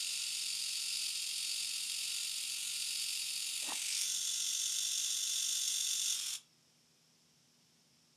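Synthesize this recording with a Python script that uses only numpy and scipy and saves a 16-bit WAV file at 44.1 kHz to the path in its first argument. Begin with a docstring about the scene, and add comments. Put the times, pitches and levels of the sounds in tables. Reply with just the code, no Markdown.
"""Eyebrow trimmer in a bedroom

Close to a phone's microphone, a small battery drive rattles in a thin plastic shell, about 46 strokes
a second. It is pressed to the brow five times, which slows the motor, swung away with a soft knock,
held lower down, then switched off. A faint hum from a distant appliance and a thin hiss remain."""
import sys
import numpy as np
from scipy import signal
from scipy.fft import rfft, irfft, next_fast_len
from scipy.io import wavfile
from scipy.ndimage import map_coordinates

SR = 44100
rng = np.random.default_rng(int(sys.argv[2]) if len(sys.argv) > 2 else 0)


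def master(y):
    """Save y as 16-bit WAV."""
    cut = np.clip(np.atleast_2d(y).T, -1, 1)
    pcm = np.round(cut * 32767)  # scale
    wavfile.write(sys.argv[1], SR, pcm.astype(np.int16))


N = 360076
T = np.arange(N) / SR

# the shell's resonances and notches in each of four holds: (centre [Hz], width [Hz], gain [dB])
BROW_PEAKS = [(1393, 21, 8.5), (1637, 100, -6.5), (2724, 204, 3.5), (3740, 99, 3), (4165, 205, -6.5),
              (4585, 830, 7), (5920, 390, -5), (6944, 17, 10), (7830, 103, -13), (10100, 170, 4.5)]
SWUNG_PEAKS = [(2250, 370, 7), (4230, 120, -7), (6050, 470.0, 0.5), (8330, 340, 3.5)]
LOWERED_PEAKS = [(1480, 150, 4.5), (2060, 156, 9.5), (2250, 400, -10), (3500, 140, 2.5), (3530, 244, 6.5),
                 (4170, 95, -4.5), (5570, 310, 9), (6120, 87, 9.5), (6490, 240, 7.5), (7170, 580, 5),
                 (7920, 210, -13.5), (8700, 145, 3.5), (13250, 500, 5.5), (14200, 270, -2)]
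SWITCH_PEAKS = [(1280, 560, 11), (3490, 460, 8.5), (5420, 370, 9.5), (7000, 1150, 6.5), (7760, 190.0, -10)]
# the hand passes from one hold to the next: (start [s], end [s])
REGRIPS = [(3.55, 3.91), (3.9, 4.086), (6.12, 6.19)]
# the cutting head's broad ring, which skin damps: (time [s], gain [dB])
HEAD_RING = [(0, -1), (.7, 1), (1.0, 1), (1.7, 0), (2.52, -2.5), (2.65, -9), (2.78, -0.5), (3.35, 0.2),
             (3.62, -4.5), (3.82, -3), (3.94, 5), (4.1, -1), (6.3, -1)]
# the part of the buzz that sizzles: (frequency [Hz], share [0-1])
SIZZLE_SHARE = [(8000, 0.15), (11000, 0.75)]
def trimmer(level_db, head_hz=5000, head_width_hz=740, off_s=6.357, stop_t60_s=0.1):
    """Close to the microphone, the buzz changes colour with the hold and dies as the power is cut."""
    force = drive(idle_db=-0.5, rattle_db=0.0, scrape_db=-2.5, uneven_db=0.31)
    buzz = shell(force, BROW_PEAKS)
    for span, peaks in zip(REGRIPS, (SWUNG_PEAKS, LOWERED_PEAKS, SWITCH_PEAKS)):
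        share = np.interp(T, span, (0, 1))
        buzz = (1 - share) * buzz + share * shell(force, peaks)
    buzz_db, sizzle_db = handling()
    head = band(buzz, lambda hz: bell(hz, head_hz, head_width_hz))
    sizzle = band(buzz, lambda hz: along(SIZZLE_SHARE, hz))
    buzz = buzz + (amp(curve(HEAD_RING)) - 1) * head + (amp(sizzle_db) - 1) * sizzle
    buzz += whine(flutter_db=1.5)
    stop_db = -60 * np.maximum(T - off_s, 0) / stop_t60_s
    return buzz * amp(level_db + buzz_db + stop_db)


# the blade's blows and rebounds, repeating every three strokes:
# (position [strokes], width [strokes], level on the brow [dB], level running free [dB])
BLADE_BLOWS = [(.33, 0.17, -6.5, -1), (.56, 0.24, 0, -0.5), (1.45, 0.1, 1.5, 4), (1.71, 0.15, 0.5, 3.5),
               (2.4, 0.11, 2, 1.5), (2.69, 0.19, -8, 0.5)]
def drive(idle_db, rattle_db, scrape_db, uneven_db, cycle=3):
    """Contacts, rattle and blade scrape, all swelling with each blow of the blade."""
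    strokes = strokes_done()
    free = np.interp(T, REGRIPS[0], (0, 1))
    power = amp(idle_db) ** 2
    for position, width, brow_db, free_db in BLADE_BLOWS:
        apart = (strokes - position + cycle / 2) % cycle - cycle / 2
        blow_db = (1 - free) * brow_db + free * free_db
        power = power + amp(blow_db) ** 2 * bell(apart, 0, width)
    stroke_gain = amp(uneven_db * rng.standard_normal(N)[strokes.astype(int)])
    clicks = contacts(strokes, jitter_s=9e-6, scatter_db=7) + amp(rattle_db) * rattle(per_second=2200)
    scrape = amp(scrape_db) * rng.standard_normal(N)
    return np.sqrt(power) * stroke_gain * (clicks + scrape)


# hard, tiny contacts carry little bass: (frequency [Hz], gain [dB])
CONTACT_COLOUR = [(700, -5.5), (1400, 0.5), (3000, -1.5), (6500, -3), (12000, -1.5)]
def contacts(strokes, jitter_s, scatter_db, count=80):
    """The same rough spots meet in every stroke, never quite equally hard."""
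    spots = (np.arange(count) + rng.random(count)) / count
    at = np.arange(-1, int(strokes[-1]) + 1)[:, None] + spots
    sizes = np.sign(rng.standard_normal(count)) * amp(scatter_db * (2 * rng.random(at.shape) - 1))
    times = np.interp(at, strokes, T) + jitter_s * rng.standard_normal(at.shape)
    inside = (at > strokes[0]) & (at < strokes[-1])
    clicks = pulses(times[inside], sizes[inside])
    return unit(coloured(clicks, lambda hz: along(CONTACT_COLOUR, hz)))


def rattle(per_second):
    """Loose parts click at random moments."""
    hits = rng.random(N) < per_second / SR
    return unit(hits * (2 * rng.random(N) - 1))


# how the small shell radiates: (frequency [Hz], gain [dB])
SHELL_COLOUR = [(100, -57), (450, -30), (1000, -23), (1800, -16.5), (2700, -0.7), (5000, -0.0), (9000, 0.5),
                (10500, -5.5), (12000, -12.5), (13500, -14)]
def shell(force, peaks):
    """The plastic shell's ring under one hold of the fingers, at rms 1."""
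    def peaks_db(hz):
        return sum(db * bell(hz, centre, width) for centre, width, db in peaks)
    return unit(coloured(force, lambda hz: along(SHELL_COLOUR, hz) + peaks_db(hz)))


# motor tones: (frequency [multiples of the stroke rate], unloaded level against the buzz [dB])
MOTOR_TONES = [(29, -51), (30, -38), (31, -40)]
def whine(flutter_db, flutter_hz=30, db_per_load=-1.7):
    """The motor's thin tone follows the drive's speed, flutters a little and fades under load."""
    strokes = strokes_done()
    tones = np.zeros(N)
    for multiple, db in MOTOR_TONES:
        flutter = map_coordinates(rng.standard_normal((N // SR + 2) * flutter_hz), [T * flutter_hz])
        phase = 2 * np.pi * (multiple * strokes + rng.random())
        tones += amp(db + flutter_db * flutter) * np.sqrt(2) * np.sin(phase)
    return amp(db_per_load * load()) * tones


# presses on the blade, the first five at the brow: (middle [s], half-length [s], speed lost [strokes/s])
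PRESSES = [(.61, .34, 2.66), (1.27, .23, 4.11), (1.87, .23, 3.6), (2.42, .16, 3.14), (3.3, .4, 2.88),
           (4.17, .38, .78), (6.26, .12, 4.74)]
def load():
    """Strokes per second that the presses take from the motor."""
    return sum(lost * bell(T, middle_s, half_s) for middle_s, half_s, lost in PRESSES)


def strokes_done(free_hz=47.11, first_stroke=0.15):
    """The running count of strokes, at the free speed less the load."""
    return first_stroke + np.cumsum(free_hz - load()) / SR


# the four holds as the hand drifts: (buzz [dB], buzz drift [dB/s], sizzle [dB], sizzle drift [dB/s])
HOLD_LEVELS = [(-37, -0.3057, -3.5, 1.36), (-36.5, 7, -4.5, -4), (-36.5, 0.21, -2.5, 1.6), (-39, -9, 4, 8)]
# brief flares as the fingers shift: (middle [s], half-length [s], buzz [dB], sizzle [dB])
FLARES = [(4.016, .04, 0.5, 8), (6.084, 0.061, 1.5, -.5)]
def handling(buzz_db_per_load=-0.3658, sizzle_db_per_load=0.5):
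    """Buzz and sizzle in dB; the aim of the tip sets how much sizzle reaches the microphone."""
    def held(since_s, db, drift_db, sizzle_db, sizzle_drift_db):
        return np.array([db + drift_db * (T - since_s), sizzle_db + sizzle_drift_db * (T - since_s)])
    levels = held(0, *HOLD_LEVELS[0])
    for span, hold in zip(REGRIPS, HOLD_LEVELS[1:]):
        levels += np.interp(T, span, (0, 1)) * (held(span[1], *hold) - levels)
    for middle_s, half_s, *flare_db in FLARES:
        levels += np.outer(flare_db, bell(T, middle_s, half_s))
    return levels + np.outer((buzz_db_per_load, sizzle_db_per_load), load())


# soft bumps as the hand comes down: (time [s], level [dB], pitch [Hz], time to fall 60 dB [s])
BUMPS = [(3.626, -38, 610, 0.0082), (3.636, -44, 570, .015), (3.674, -46, 620, 0.032),
         (3.682, -43.5, 286, 0.1), (3.689, -37, 885, 0.024), (3.704, -36.5, 1090, 0.024),
         (3.721, -26.5, 884, 0.016), (3.731, -46, 231, 0.027)]
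# the dull rub under them: (frequency [Hz], level [dB])
RUB_COLOUR = [(88, -61), (150, -29), (269, -7), (425, -21), (875, -9.5), (1400, -19), (1460, -19),
              (1900, -11), (2470, -51), (4180, -120)]
def knock(bump_db, rub_db, attack_cycles, rub_s=3.684, hold_s=0.049, rise_s=0.031, fall_s=0.014):
    """Damped bumps over a short rub, right by the microphone; low bumps start more softly."""
    rise = np.minimum(T - rub_s, 0) / rise_s
    fall = np.minimum(rub_s + hold_s - T, 0) / fall_s
    out = amp(rub_db) * np.exp(rise + fall) * noise(RUB_COLOUR)
    t = np.arange(SR // 5) / SR
    for start_s, db, hz, t60 in BUMPS:
        attack = 1 - bell(t, 0, attack_cycles / hz)
        ring = attack * np.sin(2 * np.pi * hz * t)
        out[round(start_s * SR):][:len(t)] += ring * amp(bump_db + db - 60 * t / t60)
    return out


# the bedroom's reverberation: (frequency [Hz], time to fall 60 dB [s])
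ROOM_DECAY = [(300, 0.59), (3000, 0.26), (12000, 0.18)]
def bedroom(x, wet_db):
    """A short soft echo follows the direct sound to the microphone, the treble dying first."""
    hz, t, spectrum = signal.stft(rng.standard_normal(SR // 3), SR, nperseg=256)
    decay = amp(-60 * t / along(ROOM_DECAY, hz)[:, None])
    tail = signal.istft(spectrum * decay, SR)[1]
    tail = np.pad(tail, (SR // 300, 0))  # about 3 ms behind the direct sound
    return x + amp(wet_db) * signal.fftconvolve(x, tail / np.linalg.norm(tail))[:N]


# room tone and microphone hiss: (frequency [Hz], level [dB])
AIR_COLOUR = [(25, -57), (60, -16), (80, -7), (100, -8), (135, 0.5), (200, -1.5), (300, -3.5), (600, -10),
              (1800, -14), (3300, -8.5), (4200, -11), (5400, -1.5), (6200, -8.5), (9000, -14.5),
              (13500, -23)]
# the appliance's hum: (frequency [Hz], level [dB])
HUM_TONES = [(132, -89), (160, -83), (240, -84.5)]
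def background(air_db, hum_db):
    """Steady room tone and hiss, with an appliance humming far from the microphone."""
    hum = sum(amp(db) * np.sqrt(2) * np.sin(2 * np.pi * (hz * T + rng.random())) for hz, db in HUM_TONES)
    return amp(air_db) * noise(AIR_COLOUR) + amp(hum_db) * hum


def amp(db):
    """Decibels to gain."""
    return 10 ** (np.asarray(db) / 20)


def unit(x):
    """Scaled to rms 1."""
    return x / np.sqrt(np.mean(x ** 2) + 1e-20)


def bell(x, middle, width):
    """A smooth rise and fall, 1 at its middle."""
    return np.exp(-((x - middle) / width) ** 2)


def curve(rows):
    """(time [s], value) rows joined up, one value per sample."""
    return np.interp(T, *np.transpose(rows))


def along(points, hz):
    """(frequency [Hz], value) points joined up on a log axis."""
    freqs, values = np.transpose(points)
    return np.interp(np.log(hz + 1), np.log(freqs + 1), values)


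def coloured(x, gain_db, size=8192):
    """x through a causal filter whose gain in dB is a function of frequency."""
    cepstrum = irfft(np.log(amp(gain_db(np.fft.rfftfreq(size, 1 / SR))) + 1e-6))
    cepstrum[1:size // 2] *= 2  # folded for minimum phase
    cepstrum[size // 2 + 1:] = 0
    return signal.fftconvolve(x, irfft(np.exp(rfft(cepstrum))))[:N]


def band(x, share):
    """The part of x given by a share for each frequency."""
    size = next_fast_len(N + SR // 2)
    return irfft(rfft(x, size) * share(np.fft.rfftfreq(size, 1 / SR)), size)[..., :N]


def noise(colour):
    """Noise of rms 1 with a given colour."""
    return unit(coloured(rng.standard_normal(N), lambda hz: along(colour, hz)))


def pulses(times, sizes, reach=8):
    """Clicks placed between samples, each a windowed sinc."""
    at = times[:, None] * SR
    index = np.floor(at).astype(int) + np.arange(1 - reach, reach + 1)
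    shape = np.sinc(index - at) * np.cos(np.pi * (index - at) / (2 * reach)) ** 2
    return np.bincount(np.clip(index, 0, N).ravel(), (sizes[:, None] * shape).ravel(), N + 1)[:N]


def scene():
    """Trimmer and knock at one microphone in the bedroom; the knock is closer and drier."""
    buzz = bedroom(trimmer(level_db=-0.22), wet_db=-12.0)
    bumps = bedroom(knock(bump_db=-1.0, rub_db=-52, attack_cycles=0.56), wet_db=-17.5)
    return (buzz + bumps + background(air_db=-70, hum_db=1.0))[None]


def record(dry):
    """The phone keeps nothing above its band limit."""
    return band(dry, lambda hz: hz < 13900)


dry = scene()
out = record(dry)
master(out)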